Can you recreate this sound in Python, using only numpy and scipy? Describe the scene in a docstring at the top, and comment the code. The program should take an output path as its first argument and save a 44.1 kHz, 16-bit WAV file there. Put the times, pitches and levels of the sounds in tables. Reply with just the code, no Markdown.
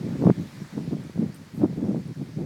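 """Gusts of moving air buffet a small microphone on a covered patio beside a slowly turning turbine.
From the start, random eddies of filtered impulses thump it in uneven swells, over shaped noise: a low rumble and airy hiss.
The first sharp pop, a trough between two crests, comes within 0.1 s; the hardest fall between 0.24 s and 0.3 s.
Tiny ticks, decaying sines, begin near 0.21 s, and brief flutters, swings that quicken, at 0.3 s; short rustles of
band-passed grains come near 0.4 s, 1.34 s and 1.54 s. Pops and flutters recur until about 1.95 s, sparse ticks until 2.08 s."""
import sys
import numpy as np
from scipy import signal
from scipy.io import wavfile
from scipy.ndimage import uniform_filter1d

SR = 44100
rng = np.random.default_rng(int(sys.argv[2]) if len(sys.argv) > 2 else 0)


def attenuation_scalar(level_db):
    """Turn a level in dB into a linear amplitude multiplier (20 dB per decade)."""
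    decades = np.asarray(level_db, float) / 20
    return 10 ** decades


def to_wav(sig):
    """Store sig (one row per channel, or 1-D mono) as 16-bit WAV at the path in sys.argv[1].

    Samples outside -1..1 are clipped; the rate is SR.
    """
    pcm = np.clip(np.atleast_2d(sig), -1, 1) * 32767
    pcm = np.round(pcm).astype(np.int16)
    wavfile.write(sys.argv[1], SR, pcm.T)  # frames by channels


N = 108045

# Strength of the air stream at the microphone, before its bass cut: t/s, level/dB
STREAM_LEVEL = [(0.0, -32), (0.061, -27), (0.18, -29), (0.225, -19.5), (0.247, -20), (0.272, -11.5),
                (0.286, -15.5), (0.31, -19), (0.325, -29.5), (0.339, -39.5), (0.38, -28.5), (0.45, -30.5),
                (0.48, -47.5), (0.59, -40.5), (0.62, -35), (0.7, -54), (0.73, -40.5), (0.782, -22.5),
                (0.799, -33), (0.9, -30), (0.932, -22.5), (0.991, -39.5), (0.998, -32), (1.09, -39.5),
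                (1.14, -45), (1.15, -35.5), (1.188, -24.5), (1.25, -23), (1.26, -30), (1.3, -34.5),
                (1.33, -45), (1.42, -41), (1.46, -49), (1.53, -46.5), (1.541, -32.5), (1.56, -35),
                (1.611, -24.5), (1.63, -15.5), (1.638, -13.5), (1.68, -33), (1.73, -27.5), (1.75, -38),
                (1.785, -24), (1.814, -31), (1.845, -21.5), (1.863, -28), (1.9, -23), (1.935, -28),
                (1.958, -23), (2.051, -39.5), (2.071, -31), (2.12, -33.5), (2.15, -60), (2.161, -36),
                (2.22, -27.5), (2.24, -38), (2.35, -39), (2.38, -25.5), (2.45, -28.5)]
# Relative spectrum of one eddy in a weak stream: f/Hz, level/dB
WEAK_EDDY_SPECTRUM = [(15, -72), (25, -76.5), (59, -4.5), (112, -4.5), (151, 0.5), (252, -6.5), (533, -25),
                      (848, -36), (900, -35), (1170, -52), (1980, -120)]
# Relative spectrum of one eddy in a hard stream: f/Hz, level/dB
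HARD_EDDY_SPECTRUM = [(15, 7), (25, -10.5), (188, 0), (303, -0.5), (437, -11.5), (1240, -32), (2000, -48.5),
                      (2600, -58), (4400, -120)]
# Stream levels between which the spectrum turns from weak to hard
WEAK_DB, HARD_DB = -30.5, -18
EDDIES_PER_S, EDDY_SPREAD_DB = 1800, 2.5
# Averaging times of the power, and the least share of the stream's power left to random eddies
EVEN_S, SHARE_S, LEAST_SHARE = 0.084, 0.0064, 0.1
MIC_CUT_HZ = 104.6

# Relative spectrum of the steady background, a low rumble under an airy hiss: f/Hz, level/dB
BACKGROUND_SPECTRUM = [(15, -59), (25, -36.5), (155, 1.5), (325, -34.5), (560, -8.5), (642, -17.5),
                       (891, -13), (1110, -14), (1270, -15), (2020, -14.5), (2250, -15), (2800, -20.5),
                       (4580, -19.5), (17000, -38.5)]
# Course of the background: t/s, level/dB, treble lift/dB
BACKGROUND_COURSE = [(0, -49.5, -1.7), (.2, -49.5, 0), (0.329, -50.5, 0), (.55, -50, 1.5), (.75, -50, 0),
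                     (.95, -51.5, -1), (1.5, -54, 1.9), (2.45, -54, 1)]
TREBLE_HZ, PATCH_DB = 6000, 1.02

# Single hard eddies, before the bass cut: t of the peak/s, peak level/dB, width/s, push +1 or pull -1
HARD_EDDIES = [(0.0673, -17.5, 0.0018, -1), (0.2403, -9.5, 0.0012, -1), (0.2624, -3.5, 0.0029, -1),
               (0.2679, -18, 0.00058, 1), (0.2724, -6, 0.0011, 1), (0.2767, -3.5, 0.0022, 1),
               (.2990, 0, .0015, 1), (0.3028, -15.5, 0.00048, -1), (0.62, -25.5, 0.0021, -1),
               (0.78, -25.5, 0.00076, -1), (.969, -23.5, 0.0014, -1), (1.098, -26.5, .0015, 1),
               (1.178, -25, 0.0011, 1), (1.2279, -17.5, .0016, -1), (1.540, -26, 0.0028, 1),
               (1.618, -20, 0.00084, 1), (1.6448, -15.5, 0.00082, -1), (1.873, -19, .0015, 1),
               (1.912, -18, 0.0014, 1), (1.947, -16.5, 0.0012, -1)]

# Tiny ticks: t/s, peak level of the envelope/dB, f/Hz, bandwidth/Hz
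TICK_RINGS = [(.2135, -49, 14000, 1200), (1.04, -45, 8700, 2020), (1.3445, -39.5, 8650, 1500),
              (1.3475, -46, 8550, 600), (1.3475, -44, 13600, 3000), (1.360, -48, 8950, 1200),
              (2.0778, -44.5, 10100, 3000)]

# Brief flutters, before the bass cut: start t/s, length/s, peak level/dB, f midway/Hz
FLUTTER_SWINGS = [(0.3, 0.021, -8.5, 173.5), (.612, 0.018, -25.5, 166.4), (.916, 0.0213, -19.5, 229),
                  (1.183, 0.022, -13.5, 194.4), (1.233, .016, -17.5, 221), (1.629, 0.018, -8.5, 307.3),
                  (1.821, 0.017, -16, 260), (1.885, 0.015, -13.5, 220)]
QUICKEN = 0.52  # rise of frequency from start to end, as a share of that midway
POINTED = 0.26  # phase lean of each swing in radians, which sharpens its crests

# Short rustles: start t/s, length/s, level at the top of the swell/dB
RUSTLE_SWELLS = [(0.393, 0.062, -66), (1.343, 0.05, -62), (1.543, 0.085, -63)]
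RUSTLE_LOW_HZ, RUSTLE_HIGH_HZ, RUSTLE_GRAINS_PER_S = 7440, 15000, 2900


def evened(x):
    """Normalization: scales a signal to rms 1."""
    return x / np.sqrt(np.mean(x ** 2) + 1e-20)


def read(points, hz):
    """Linear interpolation of a spectrum in dB along a logarithmic frequency axis."""
    f, level_db = np.transpose(points)
    return np.interp(np.log(hz + 1), np.log(f + 1), level_db)


def add(mix, s, sound):
    """Superposition: adds a sound to the mix in place from time s."""
    part = mix[max(round(s * SR), 0):][:len(sound)]
    part += sound[:len(part)]


def power(x, seconds):
    """Short-time power: the squared signal under two moving averages."""
    width = int(seconds * SR)
    once = uniform_filter1d(x ** 2, width)
    return abs(uniform_filter1d(once, width)) + 1e-12


def causal(points, size=8192):
    """Minimum phase: log magnitude and phase form a Hilbert pair, giving the most compact causal response."""
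    hz = abs(np.fft.fftfreq(size, 1 / SR))
    level_db = np.maximum(read(points, hz), -100)
    log_spectrum = np.conj(signal.hilbert(np.log(attenuation_scalar(level_db))))
    taps = np.fft.ifft(np.exp(log_spectrum)).real[:size // 2]
    return taps / np.linalg.norm(taps)  # unit energy


def buffeting(singles):
    """Shot noise: random eddies of either sign carry the power that single ones leave; harder is brighter."""
    db = np.interp(np.arange(N) / SR, *np.transpose(STREAM_LEVEL))
    when, size, sign = rng.random(N), rng.exponential(1, N), rng.standard_normal(N)
    strength = sign * attenuation_scalar(EDDY_SPREAD_DB * np.minimum(size, 3))
    impulses = (when < EDDIES_PER_S / SR) * strength

    hard = np.clip((db - WEAK_DB) / (HARD_DB - WEAK_DB), 0, 1)
    weak_part = signal.oaconvolve((1 - hard) * impulses, causal(WEAK_EDDY_SPECTRUM))[:N]
    hard_part = signal.oaconvolve(hard * impulses, causal(HARD_EDDY_SPECTRUM))[:N]
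    eddies = weak_part + hard_part

    stream_power = attenuation_scalar(db) ** 2
    left = np.maximum(stream_power - power(singles, SHARE_S), LEAST_SHARE * stream_power)
    return eddies * np.sqrt(left / power(eddies, EVEN_S))


def background():
    """Spectral synthesis: random short-time spectra with faint patches; the treble varies on its own."""
    size, hop = 512, 128
    frames, hz = N // hop + 5, np.fft.rfftfreq(size, 1 / SR)
    real, imaginary, patches = rng.standard_normal((frames, len(hz), 3)).T
    patches = uniform_filter1d(patches, 8, axis=0)  # along frequency
    patches = evened(uniform_filter1d(patches, 16, axis=1))  # along time

    s, level_db, lift_db = np.transpose(BACKGROUND_COURSE)
    treble_weight = hz ** 2 / (hz ** 2 + TREBLE_HZ ** 2)
    treble_db = treble_weight[:, None] * np.interp(np.arange(frames) * hop / SR, s, lift_db)
    spectrum_db = read(BACKGROUND_SPECTRUM, hz)[:, None] + treble_db + PATCH_DB * patches
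    spectra = (real + 1j * imaginary) * attenuation_scalar(spectrum_db)
    noise = signal.istft(spectra, nperseg=size, noverlap=size - hop)[1][:N]
    return attenuation_scalar(np.interp(np.arange(N) / SR, s, level_db)) * evened(noise)


def pops():
    """Pressure pulse: a short push or pull between two shallower swings the other way."""
    out = np.zeros(N)
    for s, db, width, way in HARD_EDDIES:
        u = np.arange(-6 * width, 6 * width, 1 / SR) / width
        pulse = (1 - 3 * u ** 2) / (1 + u ** 2) ** 3
        add(out, s - 6 * width, attenuation_scalar(db) * way * pulse)
    return out


def ticks():
    """Damped resonance: tiny rings whose decay is quicker the wider their band."""
    out, t = np.zeros(N), np.arange(300) / SR
    for s, db, hz, width_hz in TICK_RINGS:
        u = np.pi * width_hz * t
        envelope = u * np.exp(1 - u)  # peaks at 1
        add(out, s, attenuation_scalar(db) * envelope * np.sin(2 * np.pi * hz * t))
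    return out


def flutters():
    """Frequency sweep: a few quickening swings, with crests sharpened by phase, under a soft swell."""
    out = np.zeros(N)
    for s, length, db, hz in FLUTTER_SWINGS:
        u = np.linspace(0, 1, int(length * SR))
        sweep_hz = hz * (1 + QUICKEN * (u - 0.5))
        turns = np.cumsum(sweep_hz) / SR + rng.random()
        phase = 2 * np.pi * turns
        swing = np.sin(phase + POINTED * np.sin(phase))
        add(out, s, attenuation_scalar(db) * np.sin(np.pi * u) ** 2 * swing)
    return out


def rustles():
    """Granular noise: dense thin impulses through a band-pass, under a soft swell."""
    grains = (rng.random(N) < RUSTLE_GRAINS_PER_S / SR) * rng.standard_normal(N)
    band = signal.butter(3, [RUSTLE_LOW_HZ, RUSTLE_HIGH_HZ], "band", fs=SR, output="sos")
    grains = evened(signal.sosfilt(band, grains))
    swell = np.zeros(N)
    for s, length, db in RUSTLE_SWELLS:
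        u = np.linspace(0, 1, int(length * SR))
        add(swell, s, attenuation_scalar(db) * np.sin(np.pi * u ** 0.51))
    return swell * grains


def scene():
    """High-pass response: the microphone's bass cut turns pushes into swings; the rest arrives as it is."""
    cut = signal.butter(4, MIC_CUT_HZ, "high", fs=SR, output="sos")
    hard, fluttering = pops(), flutters()
    stream = buffeting(hard + fluttering) + fluttering
    # filtering the pops both ways in time keeps their peaks in place
    wind = signal.sosfilt(cut, stream) + signal.sosfiltfilt(cut, hard)
    return (wind + background() + ticks() + rustles())[None]


def band_limit(x):
    """A steep low-pass at the top of the band."""
    return signal.sosfilt(signal.butter(12, 17100, fs=SR, output="sos"), x)


def record(dry):
    """Unity gain: the finished mix is passed on at its own level."""
    return band_limit(dry)


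dry = scene()
out = record(dry)
to_wav(out)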